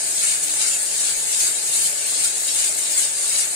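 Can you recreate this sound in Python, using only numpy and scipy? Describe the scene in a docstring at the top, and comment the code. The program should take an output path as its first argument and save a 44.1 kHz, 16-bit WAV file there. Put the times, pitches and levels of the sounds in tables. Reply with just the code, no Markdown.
"""Coffee beans tumble in the drum of a small electric roaster in a tiled room, about two and a half pours a second.
Each pour is three layers of random contacts: a sliding rustle swells, then a bright hail and a duller patter.
Clumps add short spurts, lone ticks crack against the wall, and decaying noise gives shell rattle and room tail.
The metal sings in brief sines. Underneath, the fan is coloured noise and the motor a few wandering tones."""
import sys
import numpy as np
from scipy import signal
from scipy.fft import rfft, irfft
from scipy.io import wavfile
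from scipy.ndimage import map_coordinates

SR = 44100
rng = np.random.default_rng(int(sys.argv[2]) if len(sys.argv) > 2 else 0)


def generate_wav(signal):
    """Clip the signal to [-1, 1] and save it as 16-bit WAV at the path in sys.argv[1]."""
    frames = np.transpose(np.atleast_2d(signal))
    scaled = np.clip(frames, -1, 1) * 32767
    pcm = np.round(scaled).astype(np.int16)
    wavfile.write(sys.argv[1], SR, pcm)


N = 156555
T = np.arange(N) / SR
BIN_HZ = np.arange(N // 2 + 1) * SR / N
SHELL_T60_S, ROOM_T60_S = 0.057, 0.11   # rattle inside the drum, tail of the room


def from_db(db):
    """Decibels to gain."""
    return 10 ** (np.asarray(db) / 20)


def rms_one(x):
    """Scale to rms 1."""
    return x / np.sqrt(np.mean(x ** 2) + 1e-20)


def per_bin(points):
    """Read a table over log frequency at every bin."""
    hz, value = np.transpose(points)
    return np.interp(np.log(BIN_HZ + 1e-3), np.log(hz), value)


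def drift(rate_hz):
    """Slow random wander of rms 1: noise through two equal low-pass poles, run at every 40th sample."""
    step = 40
    pole = np.exp(-2 * np.pi * rate_hz * step / SR)
    noise = rng.standard_normal(N // step + 2002)
    slow = signal.lfilter([1], [1, -2 * pole, pole * pole], noise)[2000:]   # skip the filter's start
    return np.interp(np.arange(N) / step, np.arange(len(slow)), rms_one(slow))


def echoes(x, t60_s):
    """Dense dying reflections, different at each ear, as strong as the input; already ringing at the start."""
    length = SR // 6
    tail = rng.standard_normal((2, length)) * np.exp(-np.log(1000) * T[:length] / t60_s)
    tail /= np.sqrt(np.sum(tail ** 2, axis=1, keepdims=True))
    led_in = np.pad(x, (length - 1, 0), "reflect")
    return signal.oaconvolve(led_in[None], tail, "valid", axes=1)


# motor and fan tones: (f/Hz, left level/dB, right level/dB, lag of the right ear/rad)
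MOTOR_TONES = [(161, -67.5, -67.5, 0), (301, -62, -59.5, 0), (443, -57.5, -70, 1.5), (575, -54, -63, 0),
               (872, -65, -66, 0), (1149, -55.5, -58.5, 2.8), (1724, -58, -52.5, 0)]
TONE_WANDER, TONE_FLUTTER_DB = 0.00197, 5.5   # rms share of the pitch, rms dB


def motor():
    """Faint tones that wander together with the speed and flutter separately at each ear."""
    turn = 2 * np.pi * np.cumsum(1 + TONE_WANDER * drift(1.71)) / SR
    out = np.zeros((2, N))
    for hz, left_db, right_db, lag in MOTOR_TONES:
        for ear, db in enumerate((left_db, right_db)):
            wave = np.sin(hz * turn - ear * lag + .5 * drift(7.8))
            flutter = from_db(TONE_FLUTTER_DB * drift(6.1))
            out[ear] += from_db(db) * rms_one(wave * flutter)
    return out


# colour of the air through fan and housing: (f/Hz, relative level per Hz/dB)
AIR_COLOUR = [(15, -3.5), (45, -6), (90, -21), (130, -7.5), (163, -1.5), (205, -7.5), (250, -8.5),
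              (310, -3), (450, 2.5), (530, -1.5), (640, 4), (780, -1), (860, 3.5), (1000, -8), (1300, -7),
              (1700, 2), (2300, -7), (3200, -15.5), (10000, -23)]
# how alike the air is at both ears: (f/Hz, left-right correlation)
AIR_LIKENESS = [(40, 0.0025), (150, 0.78), (400, 0.48), (700, 0.5), (1100, 0), (3000, 0)]
AIR_DB = -41.5   # rms before the rumble swings
RUMBLE_HZ, RUMBLE_SWING_DB, RUMBLE_RATE_HZ = 110, 3.5, 7


def fan():
    """Air rushes through the housing: coloured noise, partly shared by the ears, lumpy in the bass."""
    mid, side = rfft(rng.standard_normal((2, N)))
    alike = np.clip(per_bin(AIR_LIKENESS), -1, 1)
    both = np.sqrt(1 + alike) * mid + np.sqrt(1 - alike) * side * np.array([[1], [-1]])
    air = from_db(AIR_DB) * rms_one(irfft(both * from_db(per_bin(AIR_COLOUR)), N))
    low_pass = signal.butter(2, RUMBLE_HZ, fs=SR, output="sos")
    rumble = signal.sosfiltfilt(low_pass, air, padtype="even")
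    swing = from_db(RUMBLE_SWING_DB * drift(RUMBLE_RATE_HZ))
    return air + rumble * (swing - 1)   # swaps the steady rumble for the swinging one


# the metal sings as it is rubbed or knocked: (t/s, f/Hz, peak level/dB before the tail, half length/s)
SINGS = [(0.579, 9302, -24, .012), (.62, 870, -43, 0.034), (.621, 2756, -32, 0.0096),
         (.743, 7105, -23, 0.024), (1.413, 6330, -27, 0.014), (1.75, 9285, -19.5, 0.01),
         (2.558, 3617, -36, .013), (2.706, 633, -38, 0.011), (2.91, 9302, -30, 0.015),
         (3.349, 6718, -25, 0.015), (3.396, 7192, -29, .012), (3.413, 9689, -25, .012)]
SING_ROOM_DB = -14


def sings():
    """Short sines of the metal swell and fade, each with its room tail."""
    tone = np.zeros(N)
    for s, hz, db, half_s in SINGS:
        swell = np.exp(-((T - s) / half_s) ** 2)
        tone += from_db(db) * np.sin(2 * np.pi * hz * (T - s)) * swell
    return tone + from_db(SING_ROOM_DB) * echoes(tone, ROOM_T60_S)


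# resonances of the steel drum: (f/Hz, lift/dB)
DRUM_RESONANCES = [(2170, 1.5), (2470, 1.5), (2760, 3.5), (3700, 2), (3870, 4.5), (4050, 2), (4360, 2.5),
                   (4740, 2.5), (5520, 4), (6450, 1.5), (7130, 3), (7760, 2), (8130, 2), (8590, 1.5),
                   (9280, 3.5), (9680, 2)]
DRUM_WIDTH_HZ = 45   # from the peak to half its lift in dB


def drum_db():
    """Lift that the resonances of the steel wall give to every bin."""
    return sum(db / (1 + ((BIN_HZ - hz) / DRUM_WIDTH_HZ) ** 2) for hz, db in DRUM_RESONANCES)


# where the beans are heard: (f/Hz, left minus right level/dB)
BEAN_PAN = [(1600, 2), (2900, 0.5), (3900, 2.5), (5300, 0.5), (6400, 3), (7200, 3.5), (8400, 6.5),
            (9400, 2.5), (10000, -5.5), (10800, 3.5), (12700, -1.5), (15000, 18)]


def pan_db():
    """Lean each pitch to its side: half the level difference up on one ear, half down on the other."""
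    return per_bin(BEAN_PAN) * np.array([[.5], [-.5]])


# a vane empties: (t/s at the height of the pour, hail level/dB, slide level/dB, patter level/dB)
POURS = [(0.273, 1, 0.5, 1.5), (0.652, 0.5, -0.5, 1), (1.062, -1, 0, 1), (1.444, 1.5, 2, -0.5),
         (1.822, 1.5, 0.5, -1), (2.221, -0.5, 1, -1.5), (2.618, 1, 1.5, 1), (3.004, 0.5, 0.5, -1),
         (3.376, -1, 2, 1.5)]
# a clump of beans lands, against a full pour: (t/s, hail level/dB, slide level/dB, patter level/dB)
CLUMPS = [(.178, -12, -8, -22), (.24, -1, -8, 1), (.435, -1.5, -7, -9), (.49, -16, -18, -1),
          (.568, -4.5, -18, -1), (0.617, -0.5, 6, -2), (0.737, -1, -2, -11), (1.01, -16, -12, -2),
          (1.11, -10.5, -11, -14), (1.335, -6, 1, -22), (1.405, -3, 2, -8), (1.485, -12, -10, -0.5),
          (1.755, -4, -10, -8), (1.868, -5, 1.5, -8), (2.107, -1.5, -20, -19), (2.252, 2.5, -9, -4),
          (2.488, -11, 2.5, -16), (2.59, -1, -12, -12), (2.787, -1, -7, -2), (2.984, 4, -12, -9),
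          (3.297, -3, -18, -14), (3.354, -9, 0.5, -8), (3.391, 2.5, -12, -15), (3.425, -4, -5, -10)]
HAIL_COLUMN, SLIDE_COLUMN, PATTER_COLUMN = 1, 2, 3
CLUMP_S = 0.012
SURGE_DB, SURGE_RATE_HZ = 0.47, 55   # uneven flow of beans


def bean_flow(column, rise_s, hold_s, fall_s, rest_db):
    """Power of the moving beans: a steady churn, a swell for each vane, a spurt for each clump."""
    flow = from_db(rest_db) ** 2
    for row in POURS:
        early = np.maximum(row[0] - hold_s / 2 - T, 0)
        late = np.maximum(T - row[0] - hold_s / 2, 0)
        flow = flow + from_db(row[column]) ** 2 * np.exp(-early / rise_s - (late / fall_s) ** 2)
    for row in CLUMPS:
        flow = flow + from_db(row[column]) ** 2 * np.exp(-((T - row[0]) / CLUMP_S) ** 2)
    return flow * from_db(SURGE_DB * drift(SURGE_RATE_HZ)) ** 2


def impacts(flow, per_s, spread_db):
    """Random bean contacts; more flow makes them both denser and harder."""
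    sizes = from_db(spread_db * np.minimum(rng.exponential(1, N), 5))
    signs = rng.choice([-1, 1], N)
    struck = rng.random(N) < per_s * np.sqrt(flow) / SR
    hardness = np.sqrt(np.sqrt(flow))   # with the density, power follows the flow
    return sizes * signs * struck * hardness


SHELL_DB, ROOM_DB = 6.5, -2.5   # echoes against the direct contact


def beans(flow, per_s, spread_db, colour, spots=14):
    """Contacts at many spots of the drum, each with its own ear delay, shell rattle and room tail."""
    out = np.zeros((2, N))
    for spot in range(spots):
        clicks = impacts(flow, per_s / spots, spread_db)
        out += np.array([np.roll(clicks, spot), clicks])   # left ear lags by 0 to 13 samples
        out += from_db(SHELL_DB) * echoes(clicks, SHELL_T60_S)
        out += from_db(ROOM_DB) * echoes(clicks, ROOM_T60_S)
    gain = from_db(per_bin(colour) + drum_db() + pan_db())
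    return rms_one(irfft(rfft(out) * gain, N)) * np.sqrt(flow.mean())


# a single bean cracks against the wall: (t/s, level/dB over TICK_DB)
TICKS = [(.1769, -10), (.2462, 5), (.4742, 3), (.5673, -6), (.6158, 5), (.7431, -1), (1.6375, -7),
         (1.7578, -8), (1.879, 0), (2.0571, 2), (2.0699, -7), (2.7866, 1), (3.2993, 2)]
TICK_DB, TICK_RATTLE_DB = -3, 3   # click before colouring, rattle against the click


def ticks():
    """Lone hard contacts in the colour of the hail, each with a short rattle of the shell."""
    clicks = np.zeros(N)
    for s, db in TICKS:
        clicks[int(s * SR)] = from_db(TICK_DB + db)
    struck = clicks + from_db(TICK_RATTLE_DB) * echoes(clicks, SHELL_T60_S)
    return irfft(rfft(struck) * from_db(per_bin(HAIL_COLOUR) + pan_db()), N)


# colour of beans dropping back into the heap: (f/Hz, relative level per Hz/dB)
PATTER_COLOUR = [(700, -24), (1100, -10), (1550, -2.5), (1900, -5.5), (2200, 2), (2800, -2), (4000, -8.5),
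                 (8000, -25.5)]
PATTER_DB, PATTER_PER_S, PATTER_SPREAD_DB = -37.5, 2500, 2   # level and contacts at unit flow


def patter():
    """Dull drops into the heap: sparse contacts of uneven size, rising fast with each pour."""
    flow = bean_flow(PATTER_COLUMN, rise_s=0.019, hold_s=0.085, fall_s=0.045, rest_db=-4.5)
    return from_db(PATTER_DB) * beans(flow, PATTER_PER_S, PATTER_SPREAD_DB, PATTER_COLOUR)


# colour of beans sliding over each other: (f/Hz, relative level per Hz/dB)
SLIDE_COLOUR = [(1000, -23), (1700, -27), (2400, -9), (2900, -0.5), (3400, -1), (3900, 2.5), (4600, 3.5),
                (5300, 2), (7000, 0), (10000, -28), (15000, -58)]
SLIDE_DB, SLIDE_PER_S, SLIDE_SPREAD_DB = -29, 6000, 0.5   # level and contacts at unit flow


def slide():
    """Rustle of beans rubbing past each other: dense small contacts that swell slowly into each pour."""
    flow = bean_flow(SLIDE_COLUMN, rise_s=0.12, hold_s=0.034, fall_s=0.04, rest_db=-6)
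    return from_db(SLIDE_DB) * beans(flow, SLIDE_PER_S, SLIDE_SPREAD_DB, SLIDE_COLOUR)


# colour of beans striking the wall: (f/Hz, relative level per Hz/dB)
HAIL_COLOUR = [(800, -30.5), (1500, -24.5), (2200, -14), (3300, -25), (5200, -19), (6050, -14), (6400, -3),
               (7200, -1.5), (8300, 1), (9500, -1.5), (10100, -4.5), (10700, -13.5), (12100, -15.5),
               (12700, -16), (14300, -23), (15000, -24), (15500, -35)]
HAIL_DB, HAIL_PER_S, HAIL_SPREAD_DB = -21.5, 5500, 0   # level and contacts at unit flow


def hail():
    """Bright hail on the steel wall: dense contacts over a strong churn between pours."""
    flow = bean_flow(HAIL_COLUMN, rise_s=0.099, hold_s=0.049, fall_s=0.042, rest_db=-1.5)
    return from_db(HAIL_DB) * beans(flow, HAIL_PER_S, HAIL_SPREAD_DB, HAIL_COLOUR)


# how strongly each pitch shimmers: (f/Hz, share of SHIMMER_DB)
SHIMMER_DEPTH = [(1500, .6), (2600, 1.14), (5800, 1.1), (6800, 0.77), (9500, 0.58), (11500, 2.8)]
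SHIMMER_DB, SHIMMER_HZ, SHIMMER_S = 4.5, 85, .04   # depth, and grid spacing in pitch and time


def shimmer(x, size=1024):
    """Narrow pitches swell and fade at random, which coarsens the hiss; mean square gain stays 1."""
    hz, s, frames = signal.stft(x, SR, nperseg=size)
    where = np.meshgrid(hz / SHIMMER_HZ, s / SHIMMER_S, indexing="ij")
    swell = map_coordinates(rng.standard_normal(size=(400, 200)), where, order=2, mode="mirror")
    depth_db = SHIMMER_DB * np.interp(hz, *np.transpose(SHIMMER_DEPTH))[:, None]
    gain = from_db(depth_db * np.minimum(swell, 1.5))
    gain /= np.sqrt(np.mean(gain ** 2, axis=1, keepdims=True))
    return signal.istft(frames * gain, SR, nperseg=size)[1][:, :N]


def scene():
    """Motor, fan, singing metal and tumbling beans together."""
    tumble = patter() + slide() + hail()
    return motor() + fan() + sings() + ticks() + shimmer(tumble)


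CUTOFF_HZ = 15700


def record(dry):
    """The top is cut steeply."""
    low_pass = signal.ellip(12, .2, 90, CUTOFF_HZ, fs=SR, output="sos")
    return signal.sosfilt(low_pass, dry)


dry = scene()
out = record(dry)
generate_wav(out)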